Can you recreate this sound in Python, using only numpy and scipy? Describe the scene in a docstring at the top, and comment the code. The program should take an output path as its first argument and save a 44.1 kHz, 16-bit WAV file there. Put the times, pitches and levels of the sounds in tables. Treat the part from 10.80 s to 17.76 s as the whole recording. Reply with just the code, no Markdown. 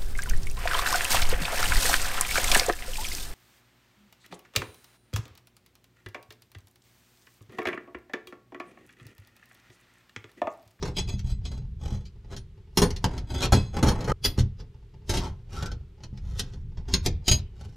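"""First come a few bright clinks: a loose steel plate is struck and slides under a kitchen sink.
Hands work the mounting rings and a wire snap ring on the drain flange (the drain's steel rim).
Struck parts click and ring; dragged parts stick and slip, so they scrape and squeal. The basin and
counter boom dully, and the wooden cabinet echoes. The sound dips briefly halfway through. Near
the end the rings clank on the flange, and the ringing cuts off suddenly."""
import sys
import numpy as np
from scipy import signal
from scipy.fft import rfft, irfft
from scipy.io import wavfile
from scipy.ndimage import uniform_filter1d

SR = 44100
rng = np.random.default_rng(int(sys.argv[2]) if len(sys.argv) > 2 else 0)


def store_wav(level_fs):
    """Save 16-bit WAV to argv[1]."""
    pcm = np.round(np.clip(np.atleast_2d(level_fs), -1, 1) * 32767)
    wavfile.write(sys.argv[1], SR, pcm.T.astype(np.int16))


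N = 306936
TIME = np.arange(N) / SR
HIT_TIME = np.arange(16384) / SR
LEAD_S = 0.04  # a blow starts scuffing this long before it lands


def amp(db):
    """Turns decibels into a gain."""
    return 10 ** (np.asarray(db) / 20)


def unit_rms(x):
    """Scales a sound to an average power of 1."""
    return x / np.sqrt(np.mean(x ** 2) + 1e-20)


def unit_energy(x):
    """Scales a sound to a total energy of 1."""
    return x / np.linalg.norm(x)


def value_at(points, hz):
    """Reads between a table's rows on a log-frequency scale."""
    row_hz, value = np.transpose(points)
    return np.interp(np.log(hz + 1), np.log(row_hz + 1), value)


def add(mix, start_s, sound):
    """Adds a sound to the mix at a given time."""
    start = round(start_s * SR)
    sound = sound[..., max(-start, 0):]
    part = mix[..., max(start, 0):][..., :sound.shape[-1]]
    part += sound[..., :part.shape[-1]]


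def through(x, response):
    """Makes every sample of x set off the given response."""
    return signal.fftconvolve(x, response)[:len(x)]


def colour(x, points):
    """Makes each frequency louder or softer, following a table."""
    hz = np.fft.rfftfreq(len(x), 1 / SR)
    return irfft(rfft(x) * amp(value_at(points, hz)), len(x))


def tick(points, bright_db=0, hollow_db=0, size=2048):
    """One click with a given tone colour; each spot touched can add its own hollow resonances."""
    hz = np.fft.rfftfreq(size, 1 / SR)
    ripple = uniform_filter1d(uniform_filter1d(rng.standard_normal(len(hz)), size=14), size=10)
    hollow = hollow_db * np.tanh(unit_rms(ripple))
    treble = bright_db * value_at([(5500, 0.081), (10000, 0.93)], hz)
    log_gain = np.log(amp(value_at(points, hz) + hollow + treble))
    mirrored = np.r_[log_gain, log_gain[-2:0:-1]]
    spectrum = np.exp(np.conj(signal.hilbert(mirrored)))  # packs the energy at the click's start
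    return unit_energy(np.fft.ifft(spectrum).real)


def dying(t, fade_s):
    """A smooth fade that falls 60 dB in fade_s."""
    return np.exp(-np.log(1000) * t / fade_s)


def mode(hz, fade_s):
    """One natural note of an object: a fading sine wave."""
    return unit_energy(dying(HIT_TIME, fade_s) * np.sin(2 * np.pi * hz * HIT_TIME))


def slips(count, per_s, spread_db):
    """Surfaces stick and slip, giving tiny random kicks of uneven size."""
    happens = rng.random(count) < per_s / SR
    size = np.minimum(rng.exponential(1, count), 3.5)
    sign = rng.choice([-1, 1], count)
    return unit_rms(sign * happens * amp(spread_db * size))


def blow(chatter_s, scuff_db):
    """The force of a hit: the part scuffs along, bites, then settles in small bounces."""
    t = HIT_TIME - LEAD_S
    age = np.maximum(t, 0) / chatter_s
    bounces = (1 - np.exp(-age / 0.08)) * (np.exp(-age) + 0.1 * np.exp(-age / 3))
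    scuff = amp(scuff_db) * np.exp(-abs(t) / 0.01)
    return unit_energy(slips(len(t), per_s=6000, spread_db=2) * (scuff + bounces))


def steel(force, notes, sustain, tilt_db):
    """Steel rings in close pairs of notes, new at each touch; a grip scales their fade by `sustain`."""
    ring = 0
    for hz, db, fade_s in notes:
        strength, detune = rng.standard_normal(2)
        twin = mode(hz * (1 + 0.012 * detune), fade_s * sustain / 2)
        pair = mode(hz, fade_s * sustain) + 0.34 * twin
        ring += amp(db + tilt_db * np.log2(hz) + 2 * strength) * unit_energy(through(force, pair))
    return unit_energy(ring)


# the basin's notes: pitch_hz, level_db
BASIN_NOTES = [(198, 0.5), (398, 3), (495, -3), (723, -10), (852, -7), (1261, -14)]
def basin(force, tone):
    """The sink's sheet steel gives a broad bump and short notes that shift under the hand's pressure."""
    shifts = 1 + 0.015 * rng.standard_normal(len(BASIN_NOTES))
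    ring = sum(amp(db) * unit_energy(through(force, mode(hz * shift, fade_s=0.06)))
               for (hz, db), shift in zip(BASIN_NOTES, shifts))
    bump = unit_energy(through(force, tick(tone)))
    return unit_energy(bump + amp(-5) * unit_energy(ring))


# tone colour of steel touching steel: pitch_hz, level_db
CONTACT_TONE = [(400, -44), (1500, -6.5), (3200, 4.5), (5900, 4.5), (7100, -2), (9000, -10), (12800, -15),
                (15500, -41)]
# tone colour of the bumped basin: pitch_hz, level_db
BUMP_TONE = [(70, -14.5), (165, 3.5), (240, 1), (620, -10.5), (860, -9.5), (1400, -17), (2100, -19.5),
             (9000, -73.5)]
def clack(force, contact_db, basin_db, bright_db):
    """The contact clicks, brighter when hit harder, and the basin bumps under it."""
    click = through(force, tick(CONTACT_TONE, bright_db + 0.53 * contact_db, hollow_db=3))
    return amp(contact_db) * unit_energy(click) + amp(basin_db) * basin(force, BUMP_TONE)


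def hits(rows, notes, sustain, ring_db, bright_db, scuff_db):
    """Blows on steel; a loose part chatters longer, rings more and clacks less. Gives (clatter, ring)."""
    out = np.zeros((2, N))
    for start_s, contact_db, basin_db, chatter_s in rows:
        force = blow(chatter_s, scuff_db)
        looseness = amp(ring_db + 6 * np.log2(chatter_s / 0.011))
        ring = amp(contact_db) * looseness * steel(force, notes, sustain, tilt_db=0.1 * contact_db)
        clatter = clack(force, contact_db, basin_db, bright_db) / np.hypot(1, looseness)
        add(out, start_s - LEAD_S, np.array([clatter, ring]))
    return out


# the loose plate's notes when free: pitch_hz, level_db, fade_s
PLATE_NOTES = [(2030, -13.5, 0.38), (2575, -5.5, .15), (3323, -2, 0.08), (3417, -1.5, 0.12),
               (4059, 1, 0.21), (4910, -0.5, .11), (6520, -1.5, 0.2), (7820, -7, 0.12), (9730, -17, 0.09)]
# blows on the plate: start_s, contact_db, basin_db, chatter_s
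PLATE_HITS = [(0.026, -10.5, -3, 0.0025), (0.166, -7, -3, 0.012), (0.183, -3, -2.5, 0.0089),
              (0.652, -14, -14.5, 0.0082), (2.728, -11.5, -18, 0.03)]
def clinks():
    """The loose plate is struck and rings on."""
    return hits(PLATE_HITS, PLATE_NOTES, sustain=0.93, ring_db=3, bright_db=-11, scuff_db=-19.5)


def strokes(rows, notes, basin_tone, sustain, rise_share, per_s, grain_db, catch_db, tilt_db):
    """Rubbing swells, catches and fades, shaking the basin and the steel. Gives (clatter, ring)."""
    out = np.zeros((2, N))
    for peak_s, length_s, contact_db, basin_db, ring_db in rows:
        rise_s = length_s * rise_share
        fall_s = length_s - rise_s
        t = np.arange(max(peak_s - 2 * rise_s, 0), peak_s + 2 * fall_s + 0.27, 1 / SR) - peak_s
        speed = amp(-13 * np.where(t < 0, abs(t / rise_s) ** 3.5, (t / fall_s) ** 2))
        catches = unit_rms(uniform_filter1d(rng.standard_normal(len(t)), size=500))
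        force = speed * amp(catch_db * catches) * slips(len(t), per_s, grain_db)
        # the contact moves, so one hollow tone gives way to another
        travel = np.pi / 2 * np.clip((t + rise_s) / length_s, 0, 1)
        rubbing = sum(through(force * share, tick(CONTACT_TONE, bright_db=1.5, hollow_db=5))
                      for share in (np.cos(travel), np.sin(travel)))
        clatter = amp(contact_db) * unit_energy(rubbing) + amp(basin_db) * basin(force, basin_tone)
        ring = amp(ring_db) * steel(force, notes, sustain, tilt_db)
        add(out, peak_s + t[0], np.linalg.norm(speed) * np.array([clatter, ring]))
    return out


# sliding moves: peak_s, length_s, contact_db, basin_db, ring_db
LOOSE_SLIDES = [(0.07, 0.081, -48, -36.5, -62), (0.305, 0.084, -50.5, -46.5, -43),
                (0.495, 0.13, -57.5, -55, -53), (0.74, 0.13, -60.5, -50, -56.5),
                (1.09, 0.17, -55, -44.5, -55), (1.525, 0.083, -56.5, -45.5, -59),
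                (2.32, 0.22, -59.5, -42.5, -62), (2.56, 0.17, -49.5, -38.5, -44.5),
                (2.97, 0.073, -46, -31, -47), (3.2, 0.2, -59, -37.5, -57), (6.86, 0.24, -62.5, -56, -70)]
def slides():
    """Loose rings slide and sing with the plate's notes."""
    return strokes(LOOSE_SLIDES, PLATE_NOTES, BUMP_TONE, sustain=1, rise_share=0.46,
                   per_s=1600, grain_db=4.5, catch_db=5.5, tilt_db=-1.5)


def fidgets():
    """Fingertips keep shifting on the fitting: faint, dull ticks at random moments."""
    force = through(slips(N, per_s=14, spread_db=3.5), blow(chatter_s=0.0032, scuff_db=-12))
    ticks = unit_rms(through(force, tick(CONTACT_TONE, bright_db=-20.5)))
    return amp(-81) * ticks + amp(-69) * unit_rms(basin(force, BUMP_TONE))


# tone colour of the room's air: pitch_hz, level_db
AIR_TONE = [(110, -19), (286, -32.5), (390, -16.5), (570, -39), (3400, -43), (15000, -64.5)]
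def room_air():
    """A quiet, steady hush."""
    return amp(-62) * unit_rms(colour(rng.standard_normal(N), AIR_TONE))


def echoes(fades, delay_s):
    """A crowd of tiny echoes, each pitch dying at its own speed."""
    hz, t, bands = signal.stft(slips(SR // 2, per_s=5000, spread_db=4), SR, nperseg=256)
    tail = signal.istft(bands * dying(t, value_at(fades, hz)[:, None]), SR, nperseg=256)[1]
    return np.r_[np.zeros(round(delay_s * SR)), unit_energy(tail)]


# how long the cabinet and the kitchen echo: pitch_hz, fade_s
CABINET_FADES = [(250, 0.22), (1000, 0.13), (13000, 0.049)]
KITCHEN_FADES = [(2500, 0.41), (12000, 0.02)]
def room(x):
    """Close wooden walls, whose echoes change as the arms move, and the faint kitchen beyond."""
    shares = np.cos(np.pi * (TIME + np.arange(3)[:, None] / 3)) * np.sqrt(2 / 3)  # squares sum to 1
    cabinet = sum(through(x * share, echoes(CABINET_FADES, delay_s=0.001005)) for share in shares)
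    kitchen = through(x, echoes(KITCHEN_FADES, delay_s=0.011))
    return amp(-3) * cabinet + amp(-20) * kitchen


# how the basin's shaking passes into the counter: pitch_hz, gain_db
INTO_COUNTER = [(500, 2.5), (2000, -22)]
# tone colour of the counter's rumble: pitch_hz, level_db
RUMBLE_TONE = [(6, -18.5), (24, 2), (85, 0.5), (125, -4), (200, -17), (1100, -94)]
# hands lean on the fitting: middle_s, half_length_s, level_db
LEANS = [(0.6, 0.53, -33), (5.48, 0.099, -35.5), (5.883, 0.32, -37), (6.334, 0.052, -30.5)]
def rumble(clatter, settle_s=0.025):
    """The heavy counter rumbles as the basin is shaken or leant on, and settles a little later."""
    keep = np.exp(-1 / (settle_s * SR))
    shaking = np.sqrt(signal.lfilter([1 - keep], [1, -keep], colour(clatter, INTO_COUNTER) ** 2))
    leaning = sum(amp(db) * np.exp(-((TIME - middle_s) / half_s) ** 2) for middle_s, half_s, db in LEANS)
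    noise = unit_rms(colour(rng.standard_normal(N), RUMBLE_TONE))
    return np.hypot(amp(-14) * shaking ** 0.46, leaning) * noise


# the counter's notes: pitch_hz, level_db
COUNTER_NOTES = [(66, -1), (88, 4.5), (122, 5.5), (198, -0.5)]
# hands shove the sink: start_s, level_db, push_s
SHOVES = [(0.340, 6, 0.00024), (0.446, 9, 0.0017), (0.521, 9.5, 0.0032), (1.122, 6, 0.00031),
          (2.725, 18.5, 0.00049), (3.056, 11, 0.0003), (3.583, 13, 0.00018), (3.605, 12.5, 0.0018),
          (5.328, -1.5, 0.00029), (5.974, 2.5, 0.0056), (6.133, 6.5, 0.00085), (6.258, 8.5, 0.0025),
          (6.511, 15, 0.0017)]
def thuds():
    """Each shove is one soft pulse into the counter; a slower push gives a deeper thud."""
    out = np.zeros(N)
    counter = sum(amp(db) * mode(hz, fade_s=0.31) for hz, db in COUNTER_NOTES)
    for start_s, db, push_s in SHOVES:
        push = HIT_TIME * np.exp(-HIT_TIME / push_s)
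        add(out, start_s, amp(db) * unit_energy(through(push, counter)))
    return out


# blows on tightly held parts: start_s, contact_db, basin_db, chatter_s
HELD_HITS = [(0.393, -19.5, -32, 0.00091), (1.253, -26.5, -39, 0.011), (3.578, -21, -4, 0.0084),
             (4.293, -1.5, -1, 0.014), (4.337, -5.5, -3.5, 0.024), (4.371, -4, -5, 0.0077),
             (4.825, -13, -5.5, 0.0035), (4.858, -14.5, -14, 0.0055), (4.916, -19, -14.5, 0.0038),
             (5.235, -20, -21.5, 0.0055), (5.375, -28, -30, 0.0021), (5.594, -1.5, -11.5, 0.0028),
             (5.736, -28.5, -21.5, 0.0025), (5.972, -29.5, -20.5, 0.0094), (6.081, -19.5, -11.5, 0.022),
             (6.261, 1.5, 0.5, 0.0029), (6.593, -25.5, -25.5, 0.001)]
def snaps():
    """Fingers stop the steel from ringing, so only the click and the basin are heard."""
    out = np.zeros(N)
    for start_s, contact_db, basin_db, chatter_s in HELD_HITS:
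        force = blow(chatter_s, scuff_db=-17)
        add(out, start_s - LEAD_S, clack(force, contact_db, basin_db, bright_db=7))
    return out


# the mounting ring's notes when free: pitch_hz, level_db, fade_s
MOUNT_NOTES = [(3400, -6, 0.05), (4330, 1, 0.09), (5660, -4, .08), (6670, -2.5, 0.07), (9340, -6.5, 0.13),
               (10450, -8.5, 0.08), (12680, -12.5, .08)]
# blows of the mounting ring: start_s, contact_db, basin_db, chatter_s
MOUNT_HITS = [(1.564, -16, -24.5, 0.0077), (1.972, 5.5, 10.5, 0.01), (2.017, 2, 13.5, .012),
              (2.105, -12.5, -15.5, 0.0026), (2.162, -14.5, -18, 0.0046), (2.242, -2.5, 5, 0.0024),
              (2.378, -16, -18, 0.005), (2.721, 1, 13.5, 0.016), (3.027, -2.5, 12, 0.0081),
              (3.083, -2.5, 2, 0.01), (3.206, -18, -10.5, 0.0064), (3.242, -16.5, -6, 0.0084)]
def knocks():
    """The mounting ring knocks on the flange and rings briefly."""
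    return hits(MOUNT_HITS, MOUNT_NOTES, sustain=1, ring_db=-2.5, bright_db=4.5, scuff_db=-32.5)


# squeals and groans: start_s, length_s, from_hz, to_hz, level_db
EDGE_DRAGS = [(2.533, 0.087, 3400, 3400, -42), (2.619, 0.043, 2410, 2680, -36),
              (3.297, 0.058, 1210, 1340, -34), (4.405, 0.091, 1164, 767, -40.5),
              (4.701, 0.23, 1240, 1480, -47.5)]
def squeals(width_hz=210, waver=0.013):
    """A dragged edge catches: its slips sing in one note that glides as the contact moves."""
    out = np.zeros(N)
    keep = np.exp(-np.pi * width_hz / SR)
    for start_s, length_s, from_hz, to_hz, db in EDGE_DRAGS:
        progress = np.arange(0, length_s, 1 / SR) / length_s
        wobble = unit_rms(uniform_filter1d(rng.standard_normal(len(progress)), size=600))
        pitch_hz = (from_hz + (to_hz - from_hz) * progress) * (1 + waver * wobble)
        spin = np.exp(2j * np.pi * np.cumsum(pitch_hz) / SR)
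        force = slips(len(progress), per_s=4500, spread_db=7.5)
        # keep only a narrow band around the moving pitch
        tone = spin * signal.lfilter([1], np.poly([keep, keep]), force / spin)
        add(out, start_s, amp(db) * np.sin(np.pi * progress) * unit_rms(tone.real))
    return out


# tone colour of the scraped basin: pitch_hz, level_db
RASP_TONE = [(100, 3), (180, 3.5), (290, -5.5), (410, -1.5), (620, -7.5), (900, -5), (1800, -14),
             (9000, -74)]
# scraping moves: peak_s, length_s, contact_db, basin_db, ring_db
HELD_SCRAPES = [(2.635, 0.062, -32, -28.5, -36.5), (3.08, .09, -39.5, -26, -41),
                (3.312, 0.098, -44, -25.5, -52), (3.595, 0.041, -39.5, -43, -42),
                (4.365, 0.11, -41, -34, -52), (4.45, .1, -50, -39, -65), (4.775, 0.16, -50, -45.5, -73),
                (5.58, 0.34, -63, -56, -70)]
def scrapes():
    """Gripped parts scrape on the flange; the grip shortens their ringing."""
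    return strokes(HELD_SCRAPES, MOUNT_NOTES, RASP_TONE, sustain=0.55, rise_share=0.45,
                   per_s=1400, grain_db=5, catch_db=2.5, tilt_db=-5)


def dip(depth_db, start_s=3.322, end_s=3.445, drop_s=0.0075, return_s=0.05):
    """A gain that drops suddenly for a moment, then quickly comes back."""
    share = np.minimum((TIME - start_s) / drop_s, (end_s - TIME) / return_s)
    return amp(depth_db * np.clip(share, 0, 1))


# the wire ring's notes when free: pitch_hz, level_db, fade_s
WIRE_NOTES = [(1690, -13.5, .05), (2990, -10.5, .04), (3397, -1, 0.12), (4865, 2.5, 0.041),
              (9460, -10, 0.06), (9820, -9.5, 0.08), (9990, -15.5, 0.13), (12100, -11.5, .11)]
# blows of the wire ring: start_s, contact_db, basin_db, chatter_s
WIRE_HITS = [(3.447, 6, 1, 0.013), (3.8, -25, -23, 0.0027)]
def twangs():
    """The wire ring scuffs and springs against the flange."""
    return hits(WIRE_HITS, WIRE_NOTES, sustain=0.93, ring_db=0.5, bright_db=-6.5, scuff_db=-4)


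# the flange's notes: pitch_hz, level_db, fade_s
FLANGE_NOTES = [(2570, -11, 0.099), (3300, -5.5, 0.07), (4166, -1, 0.072), (4875, -1, 0.054),
                (6550, 3.5, 0.11), (9540, -12.5, 0.1), (12200, -17.5, 0.17)]
# blows on the flange: start_s, contact_db, basin_db, chatter_s
FLANGE_HITS = [(6.138, 6.5, 1, 0.004), (6.48, 7, 3.5, 0.0088), (6.513, 5, 3.5, 0.011)]
def clanks():
    """The seated rings clank on the flange and set it ringing."""
    return hits(FLANGE_HITS, FLANGE_NOTES, sustain=1, ring_db=4.5, bright_db=-10, scuff_db=-21.5)


# stereo width, wider for higher sounds: pitch_hz, side_gain_db
STEREO_WIDTH = [(150, -26.5), (550, -15), (1200, -7), (9000, -6), (13000, 2.5)]
def scene(ring_stop_s=6.595):
    """All the handling in the cabinet, over quiet room air. Gives (left, right)."""
    clatter, ring = clinks() + clanks() + knocks() + twangs() + slides() + scrapes()
    clatter = clatter + snaps() + squeals() + fidgets()
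    ring *= uniform_filter1d(1.0 * (TIME < ring_stop_s), size=300)  # the ringing cuts off suddenly
    air_middle, air_side = room_air(), room_air()
    counter = (rumble(clatter) + thuds()) * dip(depth_db=-17)
    # the ringing is heard mostly direct, with little echo
    metal = amp(-2) * clatter + ring + room(clatter + 0.14 * ring)
    metal_dip = dip(depth_db=-43)
    middle = metal * metal_dip + counter + air_middle
    side = colour(room(clatter + 0.51 * ring) * metal_dip + air_side, STEREO_WIDTH)
    return np.array([middle + side, middle - side])


def record(dry, tilt_db=3, bottom_hz=10, top_hz=15700):
    """Lifts the top treble on the left, lowers it on the right, and trims the extreme lows and highs."""
    left = colour(dry[0], [(9500, 0), (12500, tilt_db)])
    right = colour(dry[1], [(9500, 0), (12500, -tilt_db)])
    low_pass = signal.firwin(511, top_hz, window=("kaiser", 9), fs=SR)
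    high_pass = signal.butter(1, bottom_hz, "highpass", fs=SR)
    return signal.oaconvolve(signal.lfilter(*high_pass, [left, right]), low_pass[None], "same")


dry = scene()
out = record(dry)
store_wav(out)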